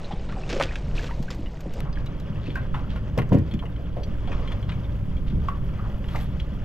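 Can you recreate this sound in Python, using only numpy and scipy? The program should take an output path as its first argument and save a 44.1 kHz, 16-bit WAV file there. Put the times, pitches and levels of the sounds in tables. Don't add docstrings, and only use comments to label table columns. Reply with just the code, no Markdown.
import sys
import numpy as np
from scipy import signal
from scipy.fft import rfft, irfft, next_fast_len
from scipy.io import wavfile
from scipy.ndimage import map_coordinates

SR = 44100
rng = np.random.default_rng(int(sys.argv[2]) if len(sys.argv) > 2 else 0)


def dump(signal):
    limited = np.clip(np.atleast_2d(signal).T, -1, 1)
    pcm = np.round(limited * 32767).astype(np.int16)
    wavfile.write(sys.argv[1], SR, pcm)


N = 293041
TIME = np.arange(N) / SR
JUMP_S = 1.805

# time in seconds, firings per second.
FIRING_RATE = [(1.8, 15.0), (2.6, 15.03), (3.4, 15.2), (4.2, 14.9), (5.0, 15.06), (5.8, 15.05),
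               (6.6, 14.84)]
# multiple of the firing rate, level in dB.
EXHAUST_HARMONICS = [(1, -39), (2, -37), (3, -40), (4, -40), (5, -53), (6, -51), (7, -40), (8, -53),
                     (9, -46), (10, -50), (11, -54)]

# time in seconds, level in dB.
ENGINE_RIDE = [(0, -14), (1.79, -12.5), (1.82, -2), (3.1, -1.5), (3.8, -3.5), (4.2, -1.5), (5.3, -0.5),
               (6.64, -1.5)]
WIND_RIDE = [(0, -31), (0.55, -27.5), (0.9, -27), (1.4, -29.5), (1.79, -31.5), (1.82, -33.5), (5.15, -42.5),
             (5.37, -21.5), (5.6, -48)]
RIPPLE_RIDES = [
    [(0.0, -42), (1.724, -48.5), (1.78, -42)],
    [(1.83, -47.5), (2.81, -47), (3.79, -51.5), (4.33, -43.5), (5.23, -49.5), (6.04, -46), (6.64, -48)],
]
TRICKLE_RIDE = [(0, -53.5), (0.45, -51), (0.66, -47.5), (0.82, -54), (1.03, -52), (1.2, -68.5),
                (1.75, -52.5), (1.82, -100)]
SIZZLE_RIDE = [(0, -100), (0.45, -98), (0.7, -87), (1.05, -75.5), (1.79, -83), (1.82, -80.5), (6.05, -73.5),
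               (6.15, -61), (6.24, -61.5), (6.28, -76)]

# frequency in Hz, relative level in dB.
DRONE_EQ = [(12, 3.5), (22, -20), (50, 3.5), (85, -2), (125, -1.5), (200, -6), (255, -16.5), (285, -11.5),
            (315, -21.5), (400, -20.5), (450, -35.5), (560, -23.5), (720, -39), (1500, -69)]
WIND_EQ = [(5, -9), (12, 2), (25, -7), (60, -9), (100, -17.5), (160, -16.5), (260, -28), (450, -33.5),
           (800, -64), (2000, -102)]
EARLY_RIPPLE_EQ = [(200, 8), (540, 12), (750, 4.5), (1500, -7), (3000, -10), (5500, -15), (7500, -21.5),
                   (9500, -31.5), (11000, -44), (16000, -58)]
LATE_RIPPLE_EQ = [(250, 9.5), (560, 8.5), (750, -0.5), (1100, 1), (1600, -4), (2400, -9), (3350, -7.5),
                  (3800, -19.5), (5000, -20), (7200, -29.5), (9000, -50), (13000, -61), (15500, -93)]
TRICKLE_EQ = [(500, -4), (900, 6.5), (2600, 0), (4000, -9.5), (7000, -26.5), (12000, -55)]
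SCRATCH_EQ = [(500, 4), (1500, 1.5), (3300, 8.5), (5000, 3), (8000, -14.5), (11000, -18.5), (15000, -47.5)]
ROPE_EQ = [(600, -28), (1500, 8.5), (2400, 8), (3300, 11), (4500, 1), (7000, -15), (9500, -38),
           (12000, -32), (14500, -57)]
SPLASH_EQ = [(150, 1), (400, 5), (600, -8), (900, -10), (1500, -8.5), (2600, -9), (4000, -13), (7000, -21),
             (9500, -36.5), (11000, -38), (12500, -41), (16000, -56)]
SIZZLE_EQ = [(5000, -30), (7500, -8), (9300, -14), (10800, -7), (11800, 1), (12600, -2), (13300, -19),
             (14200, -45), (15500, -70)]
TICK_EQ = [(500, -4), (1500, 10.5), (4500, 5.5), (7000, 3), (10000, -14.5), (12300, 0.5), (15000, -17)]
MESH_EQ = [(300, -18), (600, 3.5), (950, -0.5), (1400, 1.5), (2000, 0.5), (2900, -3), (3700, -14.5),
           (7000, -30), (9000, -38), (12000, -24), (15000, -69)]

# start in seconds, pitch in Hz, level in dB.
CLINK_CUES = [(0.044, 4070, -36), (0.118, 3260, -41), (0.289, 4160, -39.5), (1.305, 7320, -30.5),
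              (1.46, 2900, -36), (1.927, 4930, -42), (1.956, 3200, -38.5), (2.065, 3970, -35.5),
              (2.199, 4040, -47), (2.357, 2700, -39), (2.467, 2700, -33.5), (2.503, 3410, -30.5),
              (2.743, 2800, -32.5), (3.512, 3380, -36), (3.538, 3400, -36), (3.591, 3220, -34.5),
              (3.655, 2860, -37), (3.76, 3210, -40.5), (3.856, 3300, -46), (4.033, 4630, -35),
              (4.274, 3320, -36.5), (4.318, 2500, -32), (4.33, 3370, -37), (4.475, 3230, -32),
              (4.519, 3330, -33.5), (4.627, 3250, -36), (4.693, 3000, -34), (4.719, 2420, -35),
              (4.843, 3440, -40), (5.167, 3300, -38), (5.484, 3160, -37.5), (6.04, 2780, -36),
              (6.083, 3220, -35.5), (6.399, 3240, -31)]
# multiple of its pitch, level in dB.
WIRE_PARTIALS = [(0.722, 0), (0.939, -29), (1.002, 5), (1.27, -8), (1.6, -22.5)]
# time in seconds, pitch in Hz, level in dB.
PLOP_CUES = [(0.072, 562, -38), (0.109, 787, -28.5), (0.323, 1140, -36.5), (0.368, 777, -31.5),
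             (0.560, 510, -21), (0.599, 534, -18.5), (0.608, 1470, -21.5), (1.972, 1650, -37),
             (2.556, 1578, -25), (2.740, 1273, -31), (2.745, 980, -28.5), (5.484, 1089, -19),
             (6.142, 1200, -33), (6.152, 776, -31), (6.156, 2000, -32)]
# start in seconds, level in dB, t60 in seconds.
ROPE_CUES = [(0.11, -44.5, 0.12), (2.40, -49.5, 0.63), (2.88, -48.5, 0.29), (4.32, -50, 0.077),
             (4.68, -45, 0.19), (5.26, -46.5, 0.18), (6.06, -50.5, 0.62), (6.18, -48.5, 0.3),
             (6.394, -42, 0.063)]
# start in seconds, strength in dB, cut-off in Hz (lower for a softer
# contact), pitch of the struck panel in Hz.
KNOCK_CUES = [(0.124, -29, 324, 170), (1.191, -24.5, 277, 170), (1.385, -31.5, 400, 300),
              (1.655, -29.5, 800, 350), (2.478, -26.5, 500, 300), (3.174, -16.5, 750, 135),
              (3.191, -20.5, 620, 145), (3.308, -13.5, 300, 120), (3.319, -12, 910, 120),
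              (3.342, -11.5, 600, 239), (3.367, -18, 400, 200), (3.385, -13, 127, 90),
              (3.414, -31, 420, 380), (3.534, -19, 230, 270), (5.324, -19.5, 150, 160),
              (5.368, -24, 150, 120)]
# pitch in Hz, level in dB, t60 in seconds.
HULL_MODES = [(87, -14.5, 0.46), (123, -2, 0.18), (150, -2.5, 0.18), (189.5, -3.5, 0.12), (229, -1.5, 0.12),
              (272, -5, 0.08), (319, -5.5, 0.11), (381.4, -8.5, 0.13), (402, -8, 0.11), (480, -2, 0.042),
              (566, -3, 0.09), (670, -5, 0.029), (740, -14.5, 0.1), (950, -6.5, 0.043)]
# start in seconds, pitch in Hz, level in dB, t60 in seconds,
# rise in octaves per second.
DRIP_CUES = [(0.292, 1256, -40.5, 0.13, 12), (0.433, 2550, -39.5, 0.048, 7.1),
             (0.689, 2410, -35, 0.022, 11), (0.708, 1680, -37, 0.067, 30), (0.979, 2240, -26.5, 0.017, 73),
             (0.993, 1630, -27.5, 0.019, 8.5), (1.09, 1020, -34.5, 0.052, 36),
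             (1.108, 880, -29, 0.062, 8.6), (1.281, 1420, -32.5, 0.041, 33)]
# start in seconds, level in dB, band centre in Hz.
SLAP_CUES = [(0.323, -41, 1700), (0.599, -30, 2600), (0.6, -23, 600), (0.604, -25, 1100),
             (0.611, -19.5, 1150), (0.616, -25, 1500), (0.625, -27, 2200), (0.636, -26, 2200),
             (0.757, -30, 2100)]
# start in seconds, level in dB, t60 in seconds.
SPLASH_CUES = [(0.488, -31, 0.63), (0.499, -36, 0.055), (0.526, -23.5, 0.094), (0.599, -31.5, 0.38),
               (0.625, -26.5, 0.049), (0.68, -45.5, 1), (0.947, -36, 0.75), (1.040, -41, 0.2),
               (1.303, -32, 0.12), (6.08, -52, 0.54), (6.156, -36, 0.2)]
# start in seconds, opening band centre in Hz,
# level in dB, t60 in seconds.
LAP_CUES = [(0.525, 437, -28.5, 0.3), (0.6, 480, -30, 0.066), (1.85, 1050, -44, 0.52),
            (2.555, 1050, -41, 0.29), (2.742, 1100, -41, 0.54), (3.621, 1020, -40, 0.19),
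            (3.632, 560, -37, 0.13), (3.79, 523, -42, 0.25), (3.964, 524, -31, 0.32),
            (4.275, 720, -38.5, 0.18), (4.311, 1090, -41, 0.31), (4.685, 1030, -43.5, 0.23),
            (5.786, 1110, -40.5, 0.22), (5.837, 950, -40, 0.3), (6.145, 800, -35, 0.26)]
# start in seconds, level in dB.
TICK_CUES = [(0.966, -55), (1.008, -53), (1.032, -51), (1.050, -53), (1.225, -43.5), (1.305, -47),
             (1.345, -47.5), (1.605, -45.5), (1.736, -44), (2.059, -48), (2.198, -49), (2.553, -47),
             (3.176, -37.5), (3.29, -51), (3.329, -45), (3.344, -45), (3.383, -47), (3.537, -47),
             (4.034, -52), (5.483, -49)]
# start in seconds, level in dB, t60 in seconds.
RATTLE_CUES = [(2.555, -39.5, 0.26), (2.742, -45, 0.4), (2.958, -38, 0.089), (3.177, -35, 0.1),
               (3.184, -25.5, 0.08), (3.217, -37.5, 0.086), (3.319, -36, 0.3), (3.968, -49.5, 0.15),
               (4.518, -37, 0.083), (5.486, -40.5, 0.12), (6.15, -46, 0.21)]
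# pitch in Hz, level in dB, t60 in seconds.
FRAME_MODES = [(1096, 11, 0.034), (1446, 5, 0.038), (1886, -4, 0.09), (2105, -2, 0.046), (2550, -11, 0.04),
               (2790, -8, 0.04), (3260, -5, 0.04)]

# frequency in Hz, lead of the left in radians.
STEREO_PHASE = [(60, -0.34), (125, -0.28), (250, -0.69), (520, -0.76), (2400, -0.85), (3500, -1.33),
                (5200, -1.14), (12000, 0.49)]
# frequency in Hz, left minus right in dB.
STEREO_BALANCE = [(30, -3.5), (110, 1.5), (380, -0.5), (1200, .5), (2400, 2.5), (4400, 2), (8000, 1)]


def from_db(db):
    return 10 ** (np.asarray(db) / 20)


def rms_one(x):
    return x / np.sqrt(np.mean(x ** 2) + 1e-20)


def decay(age, t60):
    return np.exp(-np.log(1000) * age / t60)


def ride(rows):
    return np.interp(TIME, *np.transpose(rows))


def per_bin(rows, size):
    hz, value = np.transpose(rows)
    return np.interp(np.log(np.fft.rfftfreq(size, 1 / SR) + 1e-3), np.log(hz), value)


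def colour(x, eq):
    size = next_fast_len(N)
    return rms_one(irfft(rfft(x, size) * from_db(per_bin(eq, size)), size)[..., :N])


def in_band(x, hz, width_oct):
    edges = [hz / 2 ** width_oct, hz * 2 ** width_oct]
    return signal.sosfilt(signal.butter(2, edges, "band", fs=SR, output="sos"), x)


def drift(per_s):
    knots = rng.standard_normal(2048)
    return rms_one(map_coordinates(knots, [TIME * per_s], order=1, mode="wrap"))


def grains(per_s, spread_db):
    sizes = from_db(spread_db * np.minimum(rng.exponential(1, N), 4)) * rng.choice([-1, 1], N)
    return rms_one(sizes * (rng.random(N) < per_s / SR))


def add(out, start_s, sound):
    start = round(start_s * SR)
    out[start:start + len(sound)] += sound[:N - start]


def bursts(cues, swell_share):
    power, age = np.zeros(N), TIME[:SR]
    for start, level_db, t60 in cues:
        swell = swell_share * t60
        attack = np.minimum(age / swell, 1)
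        add(power, start, (from_db(level_db) * attack * decay(np.maximum(age - swell, 0), t60)) ** 2)
    return np.sqrt(power)


def ring(clicks, hz, t60):
    radius, step = decay(1 / SR, t60), 2 * np.pi * hz / SR
    return signal.lfilter([0, np.sin(step)], [1, -2 * radius * np.cos(step), radius ** 2], clicks + 1e-18)


def fizz(per_s, cycles, spread_db, count=24):
    pitches = np.geomspace(500, 9000, num=count)
    clicks, voice = grains(per_s, spread_db), rng.integers(0, count, N)
    return rms_one(sum(hz * ring(clicks * (voice == k), hz, cycles / hz) for k, hz in enumerate(pitches)))


def outboard(gain_db=1, wobble_db=3.5, drone_db=-27.5, throb=0.014, lag_turns=0.0304, firing_at_s=4.217):
    turns = np.cumsum(ride(FIRING_RATE)) / SR
    turns -= np.interp(firing_at_s, TIME, turns)
    beat = 0
    for k, level_db in EXHAUST_HARMONICS:
        wave = np.sqrt(2) * np.cos(2 * np.pi * (k * turns - lag_turns * (k - 1) ** 2 / 2))
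        beat += from_db(gain_db + level_db + wobble_db * drift(3.6)) * wave
    shake = 1 + throb * np.cos(2 * np.pi * (turns - .15))
    drone = from_db(drone_db) * shake * colour(rng.standard_normal(N), DRONE_EQ)
    return from_db(ride(ENGINE_RIDE)) * (beat + drone)


def wind(gust_db=1.2):
    return from_db(ride(WIND_RIDE) + gust_db * drift(12)) * colour(rng.standard_normal(N), WIND_EQ)


def ripples(late_db=2.5, bubble_gain=0.68, flutter_db=1.5):
    bubbles = fizz(per_s=1600, cycles=35, spread_db=2)
    wash = rng.standard_normal(N) + bubble_gain * bubbles
    early = colour(wash, EARLY_RIPPLE_EQ)
    late = from_db(late_db) * colour(wash, LATE_RIPPLE_EQ)
    level_db = ride(np.vstack(RIPPLE_RIDES)) + flutter_db * drift(25)
    return from_db(level_db) * np.where(TIME < JUMP_S, early, late)


def trickle(spatter_db=-13):
    spatter_cues = [(start, level_db + spatter_db, t60) for start, _, level_db, t60, _ in DRIP_CUES]
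    envelope = from_db(ride(TRICKLE_RIDE)) + bursts(spatter_cues, swell_share=0.1)
    drops = fizz(per_s=700, cycles=18, spread_db=2.5, count=14)
    return envelope * colour(drops, TRICKLE_EQ)


def clinks(gain_db=1, vary_db=3, scrape=0.37, slip_s=0.009, t60=0.012):
    out, age = np.zeros(N), TIME[:SR // 8]
    grit = colour(grains(per_s=4000, spread_db=2), SCRATCH_EQ)
    for start, hz, level_db in CLINK_CUES:
        slip = grit[round(start * SR):][:len(age)] * np.exp(-age / slip_s)
        tone = sum(from_db(db + vary_db * rng.standard_normal()) * rms_one(ring(slip, hz * multiple, t60))
                   for multiple, db in WIRE_PARTIALS)
        clink = rms_one(tone) + scrape * rms_one(slip)
        add(out, start, from_db(level_db + gain_db) * clink / np.abs(clink).max())
    return out


def plops(gain_db=5, tone=0.86, slosh=0.49, swell_cycles=2.2):
    out, age = np.zeros(N), TIME[:SR // 5]
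    for start, hz, level_db in PLOP_CUES:
        t60 = 0.041 * (1000 / hz) ** 0.17
        rise_oct_per_s = rng.normal(1.2, 1.0)
        phase = 2 * np.pi * np.cumsum(hz * 2 ** (rise_oct_per_s * np.minimum(age, t60 / 2))) / SR
        churn = rms_one(in_band(rng.standard_normal(len(age)), hz, width_oct=0.251))
        plop = tone * np.sin(phase) + slosh * churn
        swell = swell_cycles / hz
        envelope = (1 - np.exp(-age / swell)) ** 2 * decay(age - swell, t60)
        add(out, start - swell / 2, from_db(level_db + gain_db) * envelope * plop)
    return out


def rope():
    return bursts(ROPE_CUES, swell_share=0.1) * colour(grains(per_s=900, spread_db=3), ROPE_EQ)


def knocks(gain_db=-3, vary_db=2.5, panel_db=6.5, panel_oct=0.39, rebound_s=0.00917, rebound_db=-13):
    out, age = np.zeros(N), TIME[:SR // 2]
    mode_hz = np.array(HULL_MODES)[:, 0]
    modes = np.array([(-1) ** k * from_db(db) * ring(age == 0, hz, t60)
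                      for k, (hz, db, t60) in enumerate(HULL_MODES)])
    for start, strength_db, cutoff_hz, panel_hz in KNOCK_CUES:
        lift_db = panel_db * np.exp(-(np.log2(mode_hz / panel_hz) / panel_oct) ** 2)
        softness = signal.butter(2, cutoff_hz, fs=SR, output="sos")
        for touch_db in (0, rebound_db):
            mode_db = lift_db + vary_db * rng.standard_normal(len(modes))
            blow = from_db(strength_db + gain_db + touch_db + mode_db) @ modes
            add(out, start, signal.sosfilt(softness, blow))
            start += rebound_s * (1 + 0.4 * rng.uniform(-1.07, 1))
    return out


def hull_boom(x, centre_hz=280, t60=0.3, wet_db=-7):
    age = TIME[:SR]
    tail = rng.standard_normal(len(age)) * decay(age, t60)
    tail = in_band(tail / np.linalg.norm(tail), centre_hz, width_oct=0.9)
    return x + from_db(wet_db) * signal.fftconvolve(x, tail)[:N]


def drips(gain_db=1, waver_oct=0.025, flutter=0.28, jostle_per_s=330, swell_s=0.0015):
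    out, age = np.zeros(N), TIME[:SR // 8]
    for start, hz, level_db, t60, rise in DRIP_CUES:
        pitch_jostle = np.interp(age * jostle_per_s, np.arange(64), rng.standard_normal(64))
        level_jostle = np.interp(age * jostle_per_s, np.arange(64), rng.standard_normal(64))
        octaves = rise * np.minimum(age, t60 / 2) + waver_oct * pitch_jostle
        chirp = np.sin(2 * np.pi * np.cumsum(hz * 2 ** octaves) / SR)
        envelope = (1 - np.exp(-age / swell_s)) ** 2 * decay(age - 2 * swell_s, t60)
        add(out, start, from_db(level_db + gain_db) * envelope * (1 + flutter * level_jostle) * chirp)
    return out


def slaps(gain_db=-3, t60=0.028):
    out, age = np.zeros(N), TIME[:SR // 10]
    for start, level_db, hz in SLAP_CUES:
        spray = rng.standard_normal(len(age)) * decay(age, t60)
        smack = in_band(7 * (age == 0) + spray, hz, width_oct=0.65)
        add(out, start, from_db(level_db + gain_db) * smack / np.std(smack[age < t60 / 4]))
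    return out


def splashes(gain_db=-1, dollop_db=2.5, dollops_per_s=70):
    drops = grains(per_s=6500, spread_db=5)
    bubbles = fizz(per_s=2200, cycles=11, spread_db=3)
    dollops = from_db(gain_db + dollop_db * drift(dollops_per_s))
    return bursts(SPLASH_CUES, swell_share=0.0093) * dollops * colour(bubbles + drops, SPLASH_EQ)


def laps(sink_oct_per_s=3, swell_s=0.006):
    out, age = np.zeros(N), TIME[:SR // 2]
    slowed_age = np.cumsum(2 ** (-sink_oct_per_s * age)) / SR
    for start, hz, level_db, t60 in LAP_CUES:
        wash = in_band(rng.standard_normal(len(age)), hz, width_oct=0.4)
        sinking = rms_one(np.interp(slowed_age, age, wash))
        envelope = np.minimum(age / swell_s, 1) * decay(age, t60)
        add(out, start, from_db(level_db) * envelope / envelope.max() * sinking)
    return out


def sizzle(left_db=-5, flicker_db=1.5):
    centre = .7 * rng.standard_normal(N) + .7 * grains(per_s=500, spread_db=4)
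    wide = from_db([[left_db], [0]]) * (centre + rng.standard_normal((2, N)))
    spatters = colour(np.where(TIME < JUMP_S, centre, wide), SIZZLE_EQ)
    return from_db(ride(SIZZLE_RIDE) + flicker_db * drift(45)) * spatters


def ticks(t60=0.04, snap_db=-26.5, snap_t60=0.0024):
    cues = [(start, level_db, t60) for start, level_db in TICK_CUES] + [(JUMP_S, snap_db, snap_t60)]
    return bursts(cues, swell_share=0.042) * colour(rng.standard_normal(N), TICK_EQ)


def rattles(frame_db=-4):
    clashes = bursts(RATTLE_CUES, swell_share=0.018) * colour(grains(per_s=2600, spread_db=1.5), MESH_EQ)
    frame = rms_one(sum(from_db(db) * ring(clashes, hz, t60) for hz, db, t60 in FRAME_MODES))
    return clashes + from_db(frame_db) * np.std(clashes) * frame


def boat_echo(x, t60, wet_db, dull_hz=3000, predelay_s=0.005):
    age = TIME[:SR // 2]
    tail = rng.standard_normal(len(age)) * decay(age, t60) * (age > predelay_s)
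    tail = signal.sosfilt(signal.butter(2, dull_hz, fs=SR, output="sos"), tail / np.linalg.norm(tail))
    return x + from_db(wet_db) * signal.fftconvolve(x, tail)[:N]


def microphone_ports(x, scatter_db=-15):
    size = next_fast_len(N)
    left = np.exp(.5j * per_bin(STEREO_PHASE, size)) * from_db(per_bin(STEREO_BALANCE, size) / 2)
    pair = irfft(rfft(x, size) * np.array([left, 1 / left]), size)[:, :N]
    low_cut = signal.butter(1, 250, "high", fs=SR, output="sos")
    paths = signal.sosfilt(low_cut, rng.standard_normal(SR // 20))
    scatter = from_db(scatter_db) * signal.fftconvolve(x, paths / np.linalg.norm(paths))[:N]
    return np.where(TIME < JUMP_S, x, pair + np.array([scatter, -scatter]))


def scene():
    draining = boat_echo(splashes() + slaps() + drips() + trickle(), t60=0.23, wet_db=-15.5)
    creek = boat_echo(plops(), t60=0.26, wet_db=-6.5) + laps() + ripples()
    metal = boat_echo(hull_boom(knocks()) + rattles() + clinks(), t60=0.27, wet_db=-18)
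    handling = metal + ticks() + rope()
    return microphone_ports(draining + creek + handling + outboard() + wind()) + sizzle()


def record(dry):
    return signal.sosfilt(signal.ellip(10, .1, 90, 15200, fs=SR, output="sos"), dry)


dry = scene()
out = record(dry)
dump(out)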